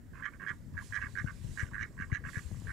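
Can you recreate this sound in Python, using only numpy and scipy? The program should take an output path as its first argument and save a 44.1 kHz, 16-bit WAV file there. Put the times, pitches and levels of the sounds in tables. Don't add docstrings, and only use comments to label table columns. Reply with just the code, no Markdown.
import sys
import numpy as np
from scipy import signal
from scipy.fft import rfft, irfft, next_fast_len
from scipy.io import wavfile
from scipy.ndimage import uniform_filter1d, map_coordinates

SR = 44100
rng = np.random.default_rng(int(sys.argv[2]) if len(sys.argv) > 2 else 0)


def amplitude_ratio(level_db):
    exponent = np.asarray(level_db, float) / 20
    return 10 ** exponent


def pcm_store(signal):
    levels = np.round(np.clip(np.atleast_2d(signal), -1, 1) * 32767)
    wavfile.write(sys.argv[1], SR, levels.astype(np.int16).T)


N = 119952

# (frequency [Hz], density [dB per Hz])
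WASH_SPECTRUM = [(240, -79), (400, -3), (569, -5.5), (914, -13), (1960, -4.5), (2320, -18), (4560, -38),
                 (7670, -33), (15500, -60)]
# (frequency [Hz], level [dB])
TRAFFIC_SPECTRUM = [(60, -17), (130, 3), (300, -5.5), (700, -20.5), (1200, -52)]
# (time [s], level [dB])
BUFFET_LEVEL = [(0.0, -52), (0.25, -59.5), (0.78, -51), (0.89, -52.5), (1.12, -49), (1.3, -48.5),
                (1.85, -53.5), (2.44, -52.5), (2.61, -46), (2.72, -51)]
# (frequency [Hz], density [dB per Hz])
RUMBLE_SPECTRUM = [(12, -32), (20, -5), (108, 1.5), (171, -8.5), (253, -13), (368, -29), (564, -36.5),
                   (664, -50), (1000, -43), (1300, -86), (2200, -120)]
# (frequency [Hz], gain [dB])
RIGHT_PORT_GAIN = [(30, -2.5), (100, -7.5), (200, -1.5), (700, 8)]
# (time [s], peak [dB], swing [Hz], snap [dB])
THUMPS = [(0.504, -42, 118, -16), (0.736, -42, 80, -35), (0.748, -40, 79.6, -31), (0.761, -43.5, 82, -40),
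          (1.136, -43, 91, -40), (1.208, -36, 85, -42), (1.2415, -25.5, 106.5, -18), (1.442, -32, 98, -22),
          (1.459, -35, 75.5, -48), (1.486, -35.5, 98, -33), (1.626, -27.5, 84.4, -28),
          (1.721, -39.5, 85, -32), (1.997, -34.5, 157, -44), (2.016, -37.5, 79, -40),
          (2.12, -24, 95.3, -30), (2.187, -42, 78, -19), (2.234, -42, 75.6, -27), (2.367, -30, 99.7, -33),
          (2.443, -42, 65.5, -38), (2.457, -37, 61.9, -43), (2.512, -42, 129, -8), (2.521, -35, 90, -35),
          (2.543, -47.5, 75.4, -5.5), (2.617, -37, 129, -18), (2.568, -44, 110, -19),
          (2.643, -41.5, 108, -18), (2.673, -40, 81, -33), (2.685, -40, 75, -30), (2.701, -39.5, 80, -20)]
SUCTION_THUMPS = [5, 6, 13]
# (frequency [Hz], width [Hz], level [dB])
SNAP_PEAKS = [(300, 380, 0), (900, 900, -27)]
# (time [s], level [dB])
GUST_LEVEL = [(0, -84), (.4, -76), (.74, -78.5), (.84, -63.5), (.96, -67.5), (1.02, -72), (1.25, -69.5),
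              (1.5, -66.5), (1.63, -66), (1.72, -73.5), (1.95, -76.5), (2.05, -76.5), (2.22, -77.5),
              (2.3, -62), (2.4, -62.5), (2.5, -66.5), (2.62, -70.5), (2.72, -67)]
# (frequency [Hz], density [dB per Hz])
REED_SPECTRUM = [(530, -18), (900, -14), (1240, -13.5), (1580, -5.5), (2790, -6.5), (3580, -7),
                 (5840, -6.5), (7500, -4), (15500, -24.5)]
# (frequency [Hz], width [Hz], level [dB])
TIP_PEAKS = [(10200, 2800, 0)]
# (frequency [Hz], T60 [s])
POND_DECAY = [(800, 0.27), (2000, 0.17), (8000, 0.24)]
# (time [s], length [s], level [dB])
LEADS = [(0.739, 0.023, -57), (0.904, 0.015, -57), (1.556, 0.026, -61), (1.709, 0.017, -54),
         (1.966, 0.0089, -57.5), (2.097, 0.014, -54.5), (2.651, 0.014, -58), (0.32, 0.0089, -60),
         (.525, 0.017, -60), (1.638, 0.015, -52), (.981, .012, -47.5), (.815, 0.011, -51.5),
         (1.08, 0.011, -55.5)]
# (frequency [Hz], width [Hz], level [dB])
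LEAD_PEAKS = [(1075, 310, 1.5), (1630, 380, -1)]
# (time [s], peak [dB])
TICKS = [
    (.207, -54),
    (.42, -54),
    (.738, -52),
    (.906, -50),
    (1.557, -52),
    (1.711, -51),
    (2.1, -57),
    (2.655, -55),
]
# (frequency [Hz], level [dB])
TICK_SPECTRUM = [(300, -20), (600, -6), (1200, -3), (2500, -9), (4000, -12), (9000, -19)]
# (frequency [Hz], width [Hz], level [dB])
SPIT_PEAKS = [(7600, 6200, 0)]
# (first pulse [s], pulse rate [1/s])
BEATS = [(.132, 97), (.222, 106), (.323, 99), (.395, 99), (.462, 104), (.767, 101), (.922, 104), (.992, 97),
         (1.152, 99), (1.260, 94), (1.573, 104), (1.652, 95), (1.732, 101), (1.779, 103), (1.977, 95),
         (2.116, 107), (2.237, 92), (2.331, 89), (2.668, 92)]
# (length [s], level [dB], bill opening [dB])
QUACKS = [(0.098, -52.5, -12), (0.065, -36, -1.5), (0.042, -54.5, -8), (0.06, -43, -8.5),
          (0.0578, -34, -1.5), (0.044, -38, -1.5), (0.059, -32.5, 1.5), (0.08, -37.5, -2),
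          (0.0616, -34.5, 0), (0.048, -40.5, -5), (0.061, -35, 1.5), (0.038, -55, 1), (0.041, -38, -1.5),
          (0.076, -36, 1), (0.073, -39, -2.5), (0.064, -35.5, 2), (0.063, -42, -7), (0.0618, -39.5, 0.5),
          (0.07, -41.5, -4)]
# (loudest point [share of length], throat [Hz], palate [Hz], palate [dB], nostril [Hz])
VOICES = [(0.27, 1566, 2500, -20, 5240), (0.54, 1670, 3120, -28.5, 5500), (0.25, 1580, 2200, -11, 6070),
          (0.56, 1620, 2640, -24, 5170), (0.49, 1685, 3160, -29, 5000), (0.37, 1654, 2550, -31, 4800),
          (0.58, 1667, 3160, -29, 5500), (0.33, 1640, 2550, -23.5, 5500), (0.64, 1626, 3100, -36, 5740),
          (0.35, 1576, 2700, -24, 4300), (0.51, 1646, 2820, -25.5, 5950), (0.13, 1500, 2800, -20, 5930),
          (0.24, 1616, 2520, -28, 8700), (0.66, 1660, 2860, -29, 5840), (0.54, 1627, 2670, -25, 6170),
          (0.5, 1697, 2800, -23.5, 6070), (0.45, 1640, 2580, -22, 4900), (0.86, 1690, 1500, -25, 5300),
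          (0.12, 1596, 2600, -31, 3900)]
# (frequency [Hz], width [Hz], level [dB])
CHEST_PEAKS = [(1121, 121, -15), (1363, 76, -17)]
# (frequency [Hz], width [Hz], level [dB])
THROAT_PEAKS = [(1635, 270, 0), (1860, 340, -4), (2130, 290, -4)]
# (frequency [Hz], width [Hz], level [dB])
BILL_PEAKS = [(3895, 350, -28.5), (6340, 610, -29.5)]
# (frequency [Hz], width [Hz], level [dB])
PORT_PEAKS = [(7300, 1700, -13)]

WASH_DB, WASH_LEFT_DB, WASH_PATCHY_DB, CAPSULE_DB, TRAFFIC_DB = -68.5, -14.5, 1.2, -75, -61
LUMPS_DB, FLUTTER_DB = 2.5, 1.3
THUMP_CYCLES, THUMP_LAG_S, SNAP_DB, SNAP_T60_S = 1.37, .00168, 25, .016
TIPS_DB, TIPS_GROW = -12, .36
POND_DB, POND_LEFT_DB, LEAK_DB, TOP_HZ = -17, -8, -14.5, 15700
SPIT_S, SPIT_DB = 2.6, -43
PULSES, SLOWS, JITTER_S, SCATTER_DB = 14, .15, .0007, 2
START_DB, END_DB = -7, -9
PUSH_S, PUSH_STRETCH = .00122, .2
PUSH_START, PUSH_SPREAD, PUSH_CLIMBS = .93, .045, .055
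SLAP_LAG_S, SLAP_DB, SLAP_SCATTER_DB, SLAP_PITCH = .0036, -5, 4, 1.13
RASP, TRICKLE_DB, BILL_TRICKLE_DB = .22, -11, -6
THROAT_TOP_HZ = 2446
CHEST_LATE_DB, CHEST_PITCH, CHEST_LIFTS_PER_DB = 7, 1.0645, .0084
BILL_GROWS, BILL_SWELLS, BILL_WANDER = 2.56, 1.8, .012
PALATE_WIDTH_HZ, NOSTRIL_WIDTH_HZ, NOSTRIL_DB = 357, 500, -29


def unit(x):
    return x / np.sqrt(np.mean(x ** 2) + 1e-20)


def along(points, hz):
    f, v = np.transpose(points)
    return np.interp(np.log(hz + 1), np.log(f + 1), v)


def curve(rows):
    return np.interp(np.arange(N) / SR, *np.transpose(rows))


def wobble(knots_per_s):
    return map_coordinates(rng.standard_normal(400), [np.arange(N) * knots_per_s / SR])


def filtered(x, response):
    size = next_fast_len(x.shape[-1] + 8192)
    spectrum = rfft(x, size) * response(np.fft.rfftfreq(size, 1 / SR))
    return irfft(spectrum, size)[..., :x.shape[-1]]


def cavity(peaks, shift=1):
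    def response(f):
        return sum(amplitude_ratio(db) * (1j * f * width / ((hz * shift) ** 2 - f * f + 1j * f * width)) ** 2
                   for hz, width, db in peaks)
    return response


def rush(spectrum, patchy_db):
    z = signal.stft(rng.standard_normal(N + 4096), nperseg=512)[2]
    patches = uniform_filter1d(rng.standard_normal(z.shape), 6, 0)
    patches = uniform_filter1d(patches, 10, 1)
    x = signal.istft(z * amplitude_ratio(patchy_db * unit(patches)), nperseg=512)[1]
    return unit(filtered(x, lambda hz: amplitude_ratio(along(spectrum, hz)))[2048:][:N])


def wash():
    far = np.array([rush(WASH_SPECTRUM, WASH_PATCHY_DB) for _ in "LR"])
    far = amplitude_ratio(WASH_DB) * amplitude_ratio([[WASH_LEFT_DB], [0]]) * far
    return far + amplitude_ratio(CAPSULE_DB) * rng.standard_normal((2, N))


def traffic():
    return amplitude_ratio(TRAFFIC_DB) * rush(TRAFFIC_SPECTRUM, patchy_db=3.5)


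def buffet():
    left, right = (unit(amplitude_ratio(LUMPS_DB * wobble(25.16)) * rush(RUMBLE_SPECTRUM, LUMPS_DB)) for _ in "LR")
    right = filtered(right, lambda hz: amplitude_ratio(along(RIGHT_PORT_GAIN, hz)))
    return np.array([amplitude_ratio(curve(BUFFET_LEVEL) + 6) * left, amplitude_ratio(-47.5) * right])


def thumps():
    out, t = np.zeros(N + SR), np.arange(SR // 10) / SR
    rise = 1 - np.exp(-(t / .0024) ** 2)
    for i, (s, db, hz, snap_db) in enumerate(THUMPS):
        u = t * hz / THUMP_CYCLES * 2.28
        phase = 2 * np.pi * (hz * t + .27 * (1 - np.exp(-t / .0026))) - .6
        swing = rise * np.exp(-(u - .8) ** 2 / 2) * np.sin(phase)
        burst = amplitude_ratio(SNAP_DB + snap_db - 60 * t / SNAP_T60_S) * rng.standard_normal(len(t))
        sign = -1 if i in SUCTION_THUMPS else 1
        hit = sign * amplitude_ratio(db + 5.5) * (swing + filtered(burst, cavity(SNAP_PEAKS)))
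        out[round((s + THUMP_LAG_S) * SR):][:len(t)] += hit
    return out[:N]


def reeds():
    gust_db = curve(GUST_LEVEL) + FLUTTER_DB * wobble(11.78)
    tips = unit(filtered(rng.standard_normal(N), cavity(TIP_PEAKS)))
    tips_db = TIPS_DB + TIPS_GROW * (gust_db - gust_db.max())
    return amplitude_ratio(gust_db + 8) * (rush(REED_SPECTRUM, patchy_db=2) + amplitude_ratio(tips_db) * tips)


def pond(x):
    hz, t, z = signal.stft(rng.standard_normal((2, SR // 2)), SR, nperseg=256)
    decay = amplitude_ratio(-60 * t / along(POND_DECAY, hz)[:, None])
    tail = signal.istft(z * decay, SR, nperseg=256)[1]
    delayed = np.pad(x, (300, 0))[None]
    echo = signal.fftconvolve(delayed, tail / np.linalg.norm(tail[0]), axes=1)[:, :N]
    return amplitude_ratio(POND_DB) * amplitude_ratio([[POND_LEFT_DB], [0]]) * echo


def leads():
    t, flow = np.arange(N) / SR, np.zeros(N)
    for s, length, db in LEADS:
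        flow += amplitude_ratio(db) * np.interp(t - s, [0, .002, length, length + .0071], [0, 1, .83, .016])
    return filtered(flow * 7.5 * rng.standard_normal(N), cavity(LEAD_PEAKS))


def bill_ticks():
    ticks, spit, t = np.zeros(N + SR), np.zeros(N), np.arange(300) / SR
    for s, db in TICKS:
        ticks[round(s * SR):][:len(t)] = amplitude_ratio(db + 12 - 60 * t / .005) * rng.standard_normal(len(t))
    spit[round(SPIT_S * SR):][:len(t)] = amplitude_ratio(SPIT_DB - 60 * t / .008) * rng.standard_normal(len(t))
    ticks = filtered(ticks[:N], lambda hz: amplitude_ratio(along(TICK_SPECTRUM, hz)))
    return ticks + filtered(spit, cavity(SPIT_PEAKS))


def pushes(t, at, size, hz, luck):
    since = np.clip(t - at[:, None], 0, None)
    u = since / (PUSH_S * np.exp(PUSH_STRETCH * luck[:, :1])) / 2
    gate = size[:, None] * (u * np.exp(1 - u)) ** 4
    pitch = PUSH_START + PUSH_SPREAD * luck[:, 1:] + PUSH_CLIMBS * u
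    tone = np.sin(2 * np.pi * hz * since * pitch)
    return gate.sum(0), (gate * tone).sum(0)


def quack(rate, length, open_db, peak_at, throat_hz, palate_hz, palate_db, nostril_hz):
    t, k = np.arange(SR // 5) / SR, np.arange(PULSES)
    luck = rng.standard_normal((PULSES, 7))
    at = np.where(k > 0, k / rate * (1 + SLOWS * k / rate) + JITTER_S * luck[:, 0], 0)
    swell_at = [0, np.clip(peak_at, .05, .9), 1, 1.15]
    effort_db = np.interp(t / length, swell_at, [START_DB, 0, END_DB, -60])
    size = amplitude_ratio(np.interp(at, t, effort_db) + SCATTER_DB * luck[:, 1]) * (at < length)
    push_gate, push_tone = pushes(t, at, size, throat_hz, luck[:, 2:4])

    slap = size * amplitude_ratio(SLAP_DB + SLAP_SCATTER_DB * np.tanh(luck[:, 6])) * np.minimum(k / 3, 1)
    slap_gate, slap_tone = pushes(t, at + SLAP_LAG_S, slap, SLAP_PITCH * throat_hz, luck[:, 4:6])
    gate, tone = push_gate + slap_gate, push_tone + slap_tone

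    air, onset = rng.standard_normal(len(t)), 1 - np.exp(-t / .004)
    rasp = (amplitude_ratio(TRICKLE_DB + effort_db) * onset + gate) * air
    hiss = (amplitude_ratio(BILL_TRICKLE_DB + effort_db) * onset + gate) * air

    source = (1 - RASP) * .3 * tone + RASP * rasp
    throat = filtered(source, cavity(THROAT_PEAKS, throat_hz / THROAT_PEAKS[0][0]))
    throat = filtered(throat, lambda hz: 1 / (1 + (hz / THROAT_TOP_HZ) ** 12))

    chest_db = CHEST_LATE_DB * t.clip(0, length) / length - open_db
    chest = filtered(rasp * amplitude_ratio(chest_db), cavity(CHEST_PEAKS, CHEST_PITCH + CHEST_LIFTS_PER_DB * open_db))

    mouth_peaks = [*BILL_PEAKS, (nostril_hz, NOSTRIL_WIDTH_HZ, NOSTRIL_DB)]
    mouth = cavity(mouth_peaks, 1 + BILL_WANDER * luck[0, 0])
    bill = amplitude_ratio(BILL_GROWS * open_db) * filtered(hiss * amplitude_ratio(BILL_SWELLS * effort_db), mouth)
    palate = filtered(hiss * amplitude_ratio(effort_db), cavity([(palate_hz, PALATE_WIDTH_HZ, palate_db)]))

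    throat_rms = np.sqrt(np.sum(throat ** 2) / (length * SR))
    return (throat + .53 * chest + .42 * bill + palate) / throat_rms


def drake():
    out = np.zeros(N + SR)
    for (s, rate), (length, db, open_db), voice in zip(BEATS, QUACKS, VOICES):
        out[round(s * SR):][:SR // 5] += amplitude_ratio(db) * quack(rate, length, open_db, *voice)
    return out[:N] + leads() + bill_ticks()


def scene():
    bird = drake()
    near = np.array([thumps(), bird + reeds()])
    return near + pond(bird) + buffet() + wash() + traffic()


def roll_off(x):
    return signal.sosfilt(signal.butter(12, 15650, fs=SR, output="sos"), x)


def record(dry):
    mixed = dry + amplitude_ratio(LEAK_DB) * dry[::-1]
    ring = cavity(PORT_PEAKS)
    mix = filtered(mixed, lambda hz: (1 + ring(hz)) * (hz < TOP_HZ))
    return roll_off(mix)


dry = scene()
out = record(dry)
pcm_store(out)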